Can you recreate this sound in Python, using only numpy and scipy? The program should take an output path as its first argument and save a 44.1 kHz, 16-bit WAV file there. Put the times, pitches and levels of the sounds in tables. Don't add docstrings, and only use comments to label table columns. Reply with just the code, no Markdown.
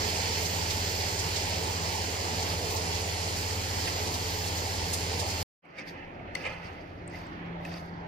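import sys
import numpy as np
from scipy import signal
from scipy.fft import rfft, irfft
from scipy.io import wavfile
from scipy.ndimage import uniform_filter1d

SR = 44100
rng = np.random.default_rng(int(sys.argv[2]) if len(sys.argv) > 2 else 0)


def linear_from_db(decibels):
    return 10 ** (np.asarray(decibels, float) / 20)


def digitize_waveform(pressure):
    field = np.atleast_2d(pressure).T
    bounded = np.clip(field, -1, 1)
    quanta = np.round(bounded * 32767).astype(np.int16)
    wavfile.write(sys.argv[1], SR, quanta)


N = 355887
TIME = np.arange(N) / SR
HZ = np.fft.rfftfreq(N + 513, 1 / SR) + 1
SIDES = np.array([[.5], [-.5]])
CUT_S, OPEN_S = 5.429, 5.62

# (frequency [Hz], likeness [0-1], left leads by [radians],
# left minus right [dB])
STOVE_MICS = [(60, 1, 0, 0), (130.6, 0.97, -0.17, -1), (220, 0.71, -0.15, -1.5), (348, 0.75, -0.0, -3),
              (536, 0.62, 0.5, -5), (770, 0.7, 0.96, -3), (1060, 0.6, 2.5, -2.5), (1355, 0.5, 3, 1.8),
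              (1762, 0.02, 4.5, -1.5), (2300, 0.2, 0.3, -2), (3120, 0.5, 1, -5.5), (4220, 0.7, 1.2, 0),
              (5400, 0.2, -1.4, -7), (8230, 0.34, -5, -2)]


def unit(x):
    return x / np.sqrt(np.mean(x ** 2))


def over_time(table):
    return np.interp(TIME, *np.transpose(table))


def over_hz(table, column=1):
    table = np.transpose(table)
    return np.interp(np.log(HZ), np.log(table[0]), table[column])


def bumps(modes):
    power = sum(linear_from_db(db) ** 2 / (1 + (2 * (HZ - hz) / width) ** 2) for hz, width, db in modes)
    return np.sqrt(power)


def walk(rate):
    k = int(SR / rate)
    held = np.repeat(rng.standard_normal(N // k + 1), k)
    return 1.32 * uniform_filter1d(uniform_filter1d(held, k), k)[:N]


def grains(per_s, spread_db):
    hit = rng.random((2, N)) < per_s / SR
    size_db = spread_db * np.minimum(rng.exponential(size=(2, N)), 2.4)
    return hit * rng.standard_normal((2, N)) * linear_from_db(size_db)


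def field(gain, mics, source, swell_db, flicker_db, rate):
    a, b = rfft(source, N + 513)
    c = np.clip(over_hz(mics), 0, .995) * np.exp(-1j * over_hz(mics, 2))
    pair = np.array([a, c * a + np.sqrt(1 - np.abs(c) ** 2) * b]) * linear_from_db(over_hz(mics, 3) * SIDES)
    pair = pair * gain / np.sqrt((1 + c.real) / 2)
    out, swell, octave = 0, walk(rate), np.log2(HZ / 20)
    for centre in np.arange(0, 10, .5):
        share = np.cos(np.pi * np.clip(octave - centre, -.5, .5)) ** 2
        if np.max(share * gain) > np.max(gain) / 1000:
            level_db = swell_db * swell + flicker_db * walk(2 * rate)
            out = out + irfft(pair * share)[:, :N] * linear_from_db(level_db)
    return out / np.sqrt(np.mean(out.mean(axis=0) ** 2))


def tone(hz, db, pan_db):
    wave = np.sin(2 * np.pi * (np.cumsum(hz + 0 * TIME) / SR + rng.random()))
    return np.sqrt(2) * wave * linear_from_db(db + 0.54 * walk(3.5) + pan_db * SIDES)


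def puff(lo_hz, hi_hz, length):
    band = signal.butter(2, [lo_hz, min(hi_hz, 16000)], "band", fs=SR, output="sos")
    return unit(signal.sosfilt(band, rng.standard_normal((2, length))))


def add(out, s, burst, pan_db):
    i = int(s * SR)
    out[:, i:i + burst.shape[1]] += (burst * linear_from_db(pan_db * SIDES))[:, :N - i]


def fan():
    shaft_hz, mains_hz = 42.08, 50.035
    # (multiple of shaft speed, level [dB], left minus right [dB])
    shaft_tones = [(2, -39, 1.5), (4, -53.5, -5), (6, -61.5, -5.5), (18, -58.5, 9)]
    # (multiple of mains frequency, level [dB], left minus right [dB])
    mains_tones = [(2, -42, 2.5), (4, -68, 2)]
    # (frequency [Hz], level per Hz [dB])
    air_colour = [(15, -46), (25, -16.5), (61, -7.5), (88, -10), (110, -12), (140, -16), (220, -13.5),
                  (431, -10), (689, -13), (862, -14), (1120, -21.5), (1400, -27), (2200, -29.5),
                  (2860, -38), (4840, -120)]
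    # (frequency [Hz], width [Hz], level over the air [dB])
    duct = [(162.6, 11.5, 10.5), (436, 22, 0.5), (877, 79, 1)]
    gain = linear_from_db(over_hz(air_colour)) * (1 + bumps(duct))
    noise = rng.standard_normal((2, N))
    air = field(gain, STOVE_MICS, noise, swell_db=-0.52, flicker_db=1.18, rate=9)
    tones = tone(3206.5, -62, -5)
    tones = tones + sum(tone(k * shaft_hz, db, pan) for k, db, pan in shaft_tones)
    tones = tones + sum(tone(k * mains_hz, db, pan) for k, db, pan in mains_tones)
    return air * linear_from_db(-37.5 - 0.16 * TIME) + tones


def creep(lack_db, tau_s):
    return lack_db * np.exp(-np.clip(TIME - OPEN_S, 0, None) / tau_s)


def room():
    # (frequency [Hz], likeness [0-1], left leads by [radians],
    # left minus right [dB])
    room_mics = [(61.4, 1, 0.2, 0), (129, 0.95, -0.5, -0.5), (220, 0.99, 0.5, 3), (362, 0.79, 0.5, -1.5),
                 (550, 0.29, 0.5, 1.5), (810, 0.2, 3, -2), (1076, 0.45, 1, -1), (1315, 0.72, 3.5, -1.5),
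                 (1730, 0.23, 3.5, -8.5), (2250, 0.53, 0.5, -6.5), (3120, 0.08, -1.5, 2),
                 (4270, 0.76, -10, 9), (5500, 0.09, -0.5, -9), (8000, 0.52, -6, -3)]
    # (frequency [Hz], level per Hz [dB])
    room_colour = [(20, 2), (100, 8), (230, -6), (300, -2), (430, -8.5), (760, -8.5), (1100, -16),
                   (1350, -18), (1600, -19), (2150, -16.5), (3200, -26.5), (4600, -42.5), (6850, -51),
                   (7150, -63), (10000, -66), (15400, -68)]
    # (frequency [Hz], level against the bass [dB])
    far_hum = [(83.9, -6.5), (99.8, -7)]
    # (time [s], level [dB])
    drone = [
        (5.65, -64),
        (5.85, -55.5),
        (6.4, -57),
        (6.6, -54),
        (6.9, -61),
        (7.1, -45.5),
        (7.34, -50.5),
        (7.48, -43),
        (8.07, -44),
    ]
    room_db = -47 + creep(-14.5, 0.18)
    bass_db = -1.5 + creep(-18, 0.25)
    gain = linear_from_db(over_hz(room_colour))
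    low = 1 / (1 + (HZ / 140) ** 6)
    args = dict(mics=room_mics, swell_db=-0.52, flicker_db=2.0, rate=4)
    air = field(gain * (1 - low), source=rng.standard_normal((2, N)), **args)
    lows = irfft(rfft(air, N + 513) / (1 + (HZ / 450) ** 6))[:, :N]
    air = air + lows * (linear_from_db(creep(-4, 0.11)) - 1)
    bass = field(gain * low, source=rng.standard_normal((2, N)), **args)
    bass = bass * linear_from_db(-3.0) + sum(tone(hz, db, 0) for hz, db in far_hum)
    hum = tone(170, over_time(drone) + 1.6 * walk(9), 0)
    return (air * linear_from_db(2.0) + bass * linear_from_db(bass_db)) * linear_from_db(room_db) + hum


def strokes():
    # (time of most pressure [s], length [s], scrape [dB], rustle [dB], sleeve hiss [dB])
    moves = [(5.794, 0.028, -45, -54.5, -73), (5.887, 0.029, -53, -53, -66), (5.955, 0.38, -51.5, -72, -86),
             (6.37, .025, -40.5, -51, -67), (6.42, 0.057, -45, -54, -71), (6.464, 0.032, -33, -54, -70),
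             (6.494, 0.03, -44, -57, -79), (6.54, 0.045, -44.5, -59, -78), (6.653, 0.06, -52, -58.5, -73),
             (6.73, 0.24, -55.5, -64.5, -78), (7.158, 0.062, -50, -58, -72), (7.2, 0.1, -57, -60, -74),
             (7.403, 0.2, -67, -71.5, -84), (7.66, 0.042, -51, -59, -67), (7.698, .03, -54, -60, -75),
             (7.73, 0.055, -48.5, -56, -72), (7.773, .07, -65, -57.5, -69), (7.855, 0.018, -70, -69, -80),
             (7.95, .25, -76, -69.5, -92)]
    press_share, ease_db, pan_db, quick_s = 0.66, -8.5, 4, 0.079
    out = np.zeros((3, 2, N))
    for s, length, *db in moves:
        away = np.where(TIME < s, (s - TIME) / press_share, TIME - s) / length
        side = linear_from_db(2 * pan_db * np.clip(1 - length / quick_s, -1, 1) * SIDES)
        out += linear_from_db(2 * np.array(db))[:, None, None] * side * linear_from_db(2 * ease_db * away ** 1.2)
    return np.sqrt(out)


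def slides():
    # (frequency [Hz], width [Hz], level [dB])
    pan_body = [(538, 49, -1), (873, 75, -7), (1230, 63, -9), (1770, 170, -8.5), (2045, 85, -2),
                (2400, 170, -5), (2635, 110, -3), (2980, 280, -11.5)]
    # (frequency [Hz], likeness [0-1], left leads by [radians], left minus right [dB])
    near = [(500, 0.29, 0.55, 4.0), (2200, 0.77, 1.0, -6.0), (4040, 0.23, .1, -4.5), (15000, 0.2, .1, 28)]
    # (frequency [Hz], width [Hz], level [dB])
    skin = [(4650, 600, 0.5), (5350, 700, -3), (3600, 900, -3.0), (6200, 640, -6), (7100, 500, -14),
            (8550, 400, -10)]
    cloth = [(10000, 4000, -1), (14000, 4000, -1)]
    press, rub, brush = strokes()
    metal = bumps(pan_body) / (1 + (HZ / 3600) ** 4)
    scrape = field(metal, near, grains(9000, 1.7), swell_db=1.5, flicker_db=-1.0, rate=38)
    rustle = field(bumps(skin) ** 2, near, grains(9000, 1.2), swell_db=1.2, flicker_db=2.2, rate=35)
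    sleeve = field(bumps(cloth) ** 2, near, grains(12000, 2.2), swell_db=1.3, flicker_db=1.2, rate=25)
    return scrape * press.mean(axis=0) + rustle * rub + sleeve * brush


def arrive(t, hz, t60):
    late = np.clip(t - 0.2 / np.sqrt(hz), 0, None)
    return 2 * (1 - np.exp(-late / 0.00093)) * 1000 ** (-late / t60)


def ticks():
    # (time [s], ring [dB], # ring pitch
    # [Hz], crack [dB], left minus right [dB])
    metal_ticks = [(5.654, -53, 2260, -78, -2), (5.771, -51, 2170, -79, -3), (5.781, -39, 2190, -79, -2),
                   (5.786, -35.5, 2240, -74, 0), (5.791, -40, 2300, -79, -2), (5.797, -38, 2200, -76, -6),
                   (5.879, -42, 2160, -70, -3), (6.196, -48, 2200, -87, -11), (6.3521, -28.5, 2136, -46, 7),
                   (6.353, -46, 950, -79, 3), (6.361, -50, 2300, -62, 3), (6.4233, -44, 2067, -79, -2),
                   (6.448, -41, 2690, -79, 0), (6.4526, -34, 2100, -70, 0), (6.459, -35, 2300, -68, -3),
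                   (6.4647, -35, 2400, -79, 1), (6.472, -34, 2090, -70, -2), (6.476, -38, 2000, -79, -3),
                   (6.5245, -39, 2050, -75, -5), (7.124, -47, 2010, -79, -4), (7.135, -42, 2030, -79, -4),
                   (7.144, -39.5, 2020, -68, 0), (7.150, -42, 2110, -79, -3), (7.608, -48, 1960, -70, 4),
                   (7.651, -34, 2570, -56, 1), (7.6515, -40, 1840, -62, -1), (7.677, -46, 1800, -79, -4),
                   (7.718, -46, 1850, -79, -4),
                   (5.786, -44, 3700, -79, 2), (5.796, -57, 4750, -79, 3), (5.873, -52, 4550, -74, 5),
                   (5.882, -47, 4660, -74, 5), (5.889, -44, 4600, -70, 5), (5.896, -51, 4500, -79, 5),
                   (5.897, -54, 6200, -67, 5), (6.351, -42, 5900, -79, 5), (6.353, -36, 4470, -79, 9),
                   (6.353, -43, 3170, -79, 3), (6.447, -57, 8400, -75, 3), (6.464, -55, 8200, -70, 3),
                   (6.469, -55, 8150, -79, 3), (6.478, -58, 8100, -79, 3), (6.534, -48, 4270, -79, 3),
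                   (7.078, -55, 7000, -48, 15), (7.099, -58, 8000, -72, 10), (7.157, -52, 4740, -79, 2),
                   (7.186, -54, 5000, -79, 2), (7.19, -58, 8600, -66, 4), (7.268, -58, 7600, -66, 8),
                   (7.268, -62, 2900, -70, 3), (7.651, -51, 4800, -79, 3), (7.7403, -38, 4600, -72, 7),
                   (7.795, -49, 4450, -72, 2), (7.857, -64, 4520, -78, 6), (7.893, -53, 4570, -81, 2),
                   (7.94, -54, 4500, -81, 3)]
    # (frequency [Hz], width [Hz], level [dB])
    spoon = [(545, 120, -12), (2027, 150, 1), (3700, 150, -11), (4370, 210, -5), (5190, 120, -22),
             (5600, 140, -15), (8300, 120, -27)]
    crack_hz = 8360
    out, t = np.zeros((2, N)), TIME[:4000]
    for s, ring_db, hz, crack_db, pan_db in metal_ticks:
        thud_db = ring_db - 3 + 1.7 * min(ring_db + 29.5, 0)
        burst = linear_from_db(thud_db) * puff(1500, 6500, len(t)) * arrive(t, 4000, t60=0.014)
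        wake_db = ring_db + 1.8 * min(ring_db + 27, 0)
        rings = [(hz, ring_db)] + [(f, wake_db + db) for f, width, db in spoon]
        for f, db in rings:
            turns = f * t + rng.random() + rng.random((2, 1)) / 5
            burst = burst + linear_from_db(db) * np.sin(2 * np.pi * turns) * arrive(t, f, t60=1.24 / np.sqrt(f))
        wide_db = -5 if hz < 3000 else -19
        crack = puff(crack_hz / 1.08, crack_hz * 1.03, len(t))
        crack = crack + linear_from_db(wide_db) * puff(5200, 15300, len(t))
        burst = burst + linear_from_db(crack_db) * crack * arrive(t, crack_hz, t60=0.017)
        add(out, s - .0036, burst, pan_db)
    return out


def spits():
    # (time [s], peak [dB], centre [Hz], treble minus peak [dB], left minus right [dB])
    bubbles = [(0.4498, -33, 4690, -23, -4.5), (0.701, -31.5, 4170, -23, -2), (1.0809, -40, 4480, -25, -9),
               (1.1887, -33.5, 5130, -30, -5), (1.3573, -33, 4400, -13, -3), (1.629, -47, 5130, 6, -5.0),
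               (2.42, -36, 4550, -26, -2), (2.6997, -42, 4770, 2, -2), (2.76, -36, 4800, -19, -7),
               (2.925, -38, 3000, -19, 3), (2.947, -37.5, 4560, -15, -6), (3.3606, -42, 5400, -20, -3),
               (3.5994, -44, 4200, -7, -2), (3.8702, -33.5, 2100, -11, -3), (4.07, -38, 4400, -7, -4),
               (4.138, -35, 4300, -12, -2), (4.47, -39, 4600, -5.5, -3), (4.568, -38, 4880, -18.5, 3),
               (4.8015, -44, 4555, -15, 0), (4.9308, -35, 4640, 4, -3), (5.193, -34, 4370, -5.5, -6),
               (5.2194, -45, 4620, -9, -1.5), (5.2996, -38, 4480, -9.5, -2), (5.28, -48, 5000, 4, 0)]
    out, t = np.zeros((2, N)), TIME[:3000]
    shape = ((t / 0.0047) * np.exp(1 - t / 0.012)) ** 2
    for s, db, hz, treble_db, pan_db in bubbles:
        steam = puff(hz / 1.25, hz * 1.51, len(t)) + linear_from_db(treble_db) * puff(4400, 10000, len(t))
        add(out, s - .004, steam * shape * linear_from_db(db - 16), pan_db)
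    return out


def burner():
    # (frequency [Hz], level per Hz [dB])
    gas_colour = [(760, -37.5), (1300, -11.5), (1650, -7.5), (2040, -2.5), (3090, -4), (3710, -6.5),
                  (4590, 1.5), (6370, -10), (7140, -9), (8000, -22), (10400, -26.5), (17600, -120)]
    # (frequency [Hz], level per Hz [dB])
    sizzle_colour = [(4200, -31), (7000, -2.5), (7900, -6), (9300, -9), (9900, -10.5), (10500, -10),
                     (11050, -10.5), (11400, -11.5), (12000, -10.5), (12500, -11), (14000, -10),
                     (15500, -11.5)]
    # (frequency [Hz], width [Hz], share cancelled at first [0-1], share at last [0-1])
    shadows = [(9700, 500, .4, -.1), (10400, 350, .35, .1), (10900, 300, .4, .3), (11450, 250, .2, .15),
               (12600, 600, .25, .1), (14000, 900, 0, .25)]
    # (time [s], level of the finest crackle [dB])
    simmer = [(0.0, -49), (0.29, -52.5), (0.38, -50), (1.98, -54.5), (2.69, -53), (2.72, -49),
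              (2.79, -54.5), (4.45, -51.5), (4.92, -54.5), (4.94, -49), (5.12, -57), (5.21, -51.5),
              (5.25, -60), (5.28, -50), (5.37, -56.5), (5.42, -49)]
    mix = rng.standard_normal((2, N)) + 0.72 * unit(grains(2500, 2.6))
    gas = field(linear_from_db(over_hz(gas_colour)), STOVE_MICS, mix, swell_db=0.5, flicker_db=.75, rate=12)
    mix = rng.standard_normal((2, N)) + 0.7 * unit(grains(1500, 1.6))
    top = field(linear_from_db(over_hz(sizzle_colour)), STOVE_MICS, mix, swell_db=.4, flicker_db=1, rate=14)
    for hz, width, start, end in shadows:
        depth = np.clip(start + (end - start) * TIME / CUT_S + .13 * walk(26), 0, .8)
        band = irfft(rfft(top, N + 513) * np.exp(-((HZ - hz) / width) ** 2))[:, :N]
        top = top - depth * band
    high = irfft(rfft(top, N + 513) / (1 + (10870 / HZ) ** 30))[:, :N]
    fine = high * linear_from_db(over_time(simmer) + 8.5)
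    gas_db = -35.5 - 3.5 * (1 - np.exp(-TIME / 1.34))
    coarse_db = -7.5 - 0.07 * TIME
    pan_db = -1.5 + 0.28 * TIME
    hiss = (gas * linear_from_db(0.7) + (top - high) * linear_from_db(coarse_db)) * linear_from_db(gas_db)
    return (hiss + fine) * linear_from_db(pan_db * SIDES)


def scene():
    stove = fan() + spits() + burner()
    ending = np.exp(-np.clip(TIME - CUT_S, 0, None) / 0.0011)
    stove = stove * ending * np.where(TIME > CUT_S, .15, 1)
    add(stove, CUT_S - .003, linear_from_db(-40.5) * puff(5000, 15500, length=110) * np.hanning(110), 0)
    fade = np.clip((TIME - OPEN_S) / 0.031, 0, 1) ** 1.3
    mic_hiss = linear_from_db(-92.0) * puff(9000, 16000, N)
    return stove + fade * (room() + slides() + mic_hiss) + ticks()


def roll_off(x):
    return signal.sosfilt(signal.butter(12, 15680, fs=SR, output="sos"), x)


def record(dry):
    top_limits = [15620, 15450, 15250, 15250, 15100, 14900]
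    hole_db, gap_db = -3.4, -4.2
    hz, t, z = signal.stft(dry, SR, nperseg=2048)
    power = np.mean(np.abs(z) ** 2, axis=0) + 1e-24
    local = uniform_filter1d(uniform_filter1d(power, size=4, axis=0), size=2, axis=1)
    local_db = 10 * np.log10(local)
    treble = (hz > 7000) & (hz < 15000)
    keep = (local_db > local_db[treble].mean(axis=0) + hole_db) | ~treble[:, None]
    keep &= (local_db > uniform_filter1d(local_db, size=70, axis=0) + gap_db) | (hz[:, None] < 1000)
    top_hz = np.repeat(rng.choice(top_limits, len(t)), 3)[:len(t)]
    top_hz = np.where(t < 1.8, np.maximum(top_hz, 15500), top_hz)
    kept = z * keep * (hz[:, None] < top_hz)
    heard = signal.istft(kept, SR, nperseg=2048)[1][:, :N]
    silence = (TIME > CUT_S + .003) & (TIME < OPEN_S)
    return roll_off(heard * ~silence)


dry = scene()
out = record(dry)
digitize_waveform(out)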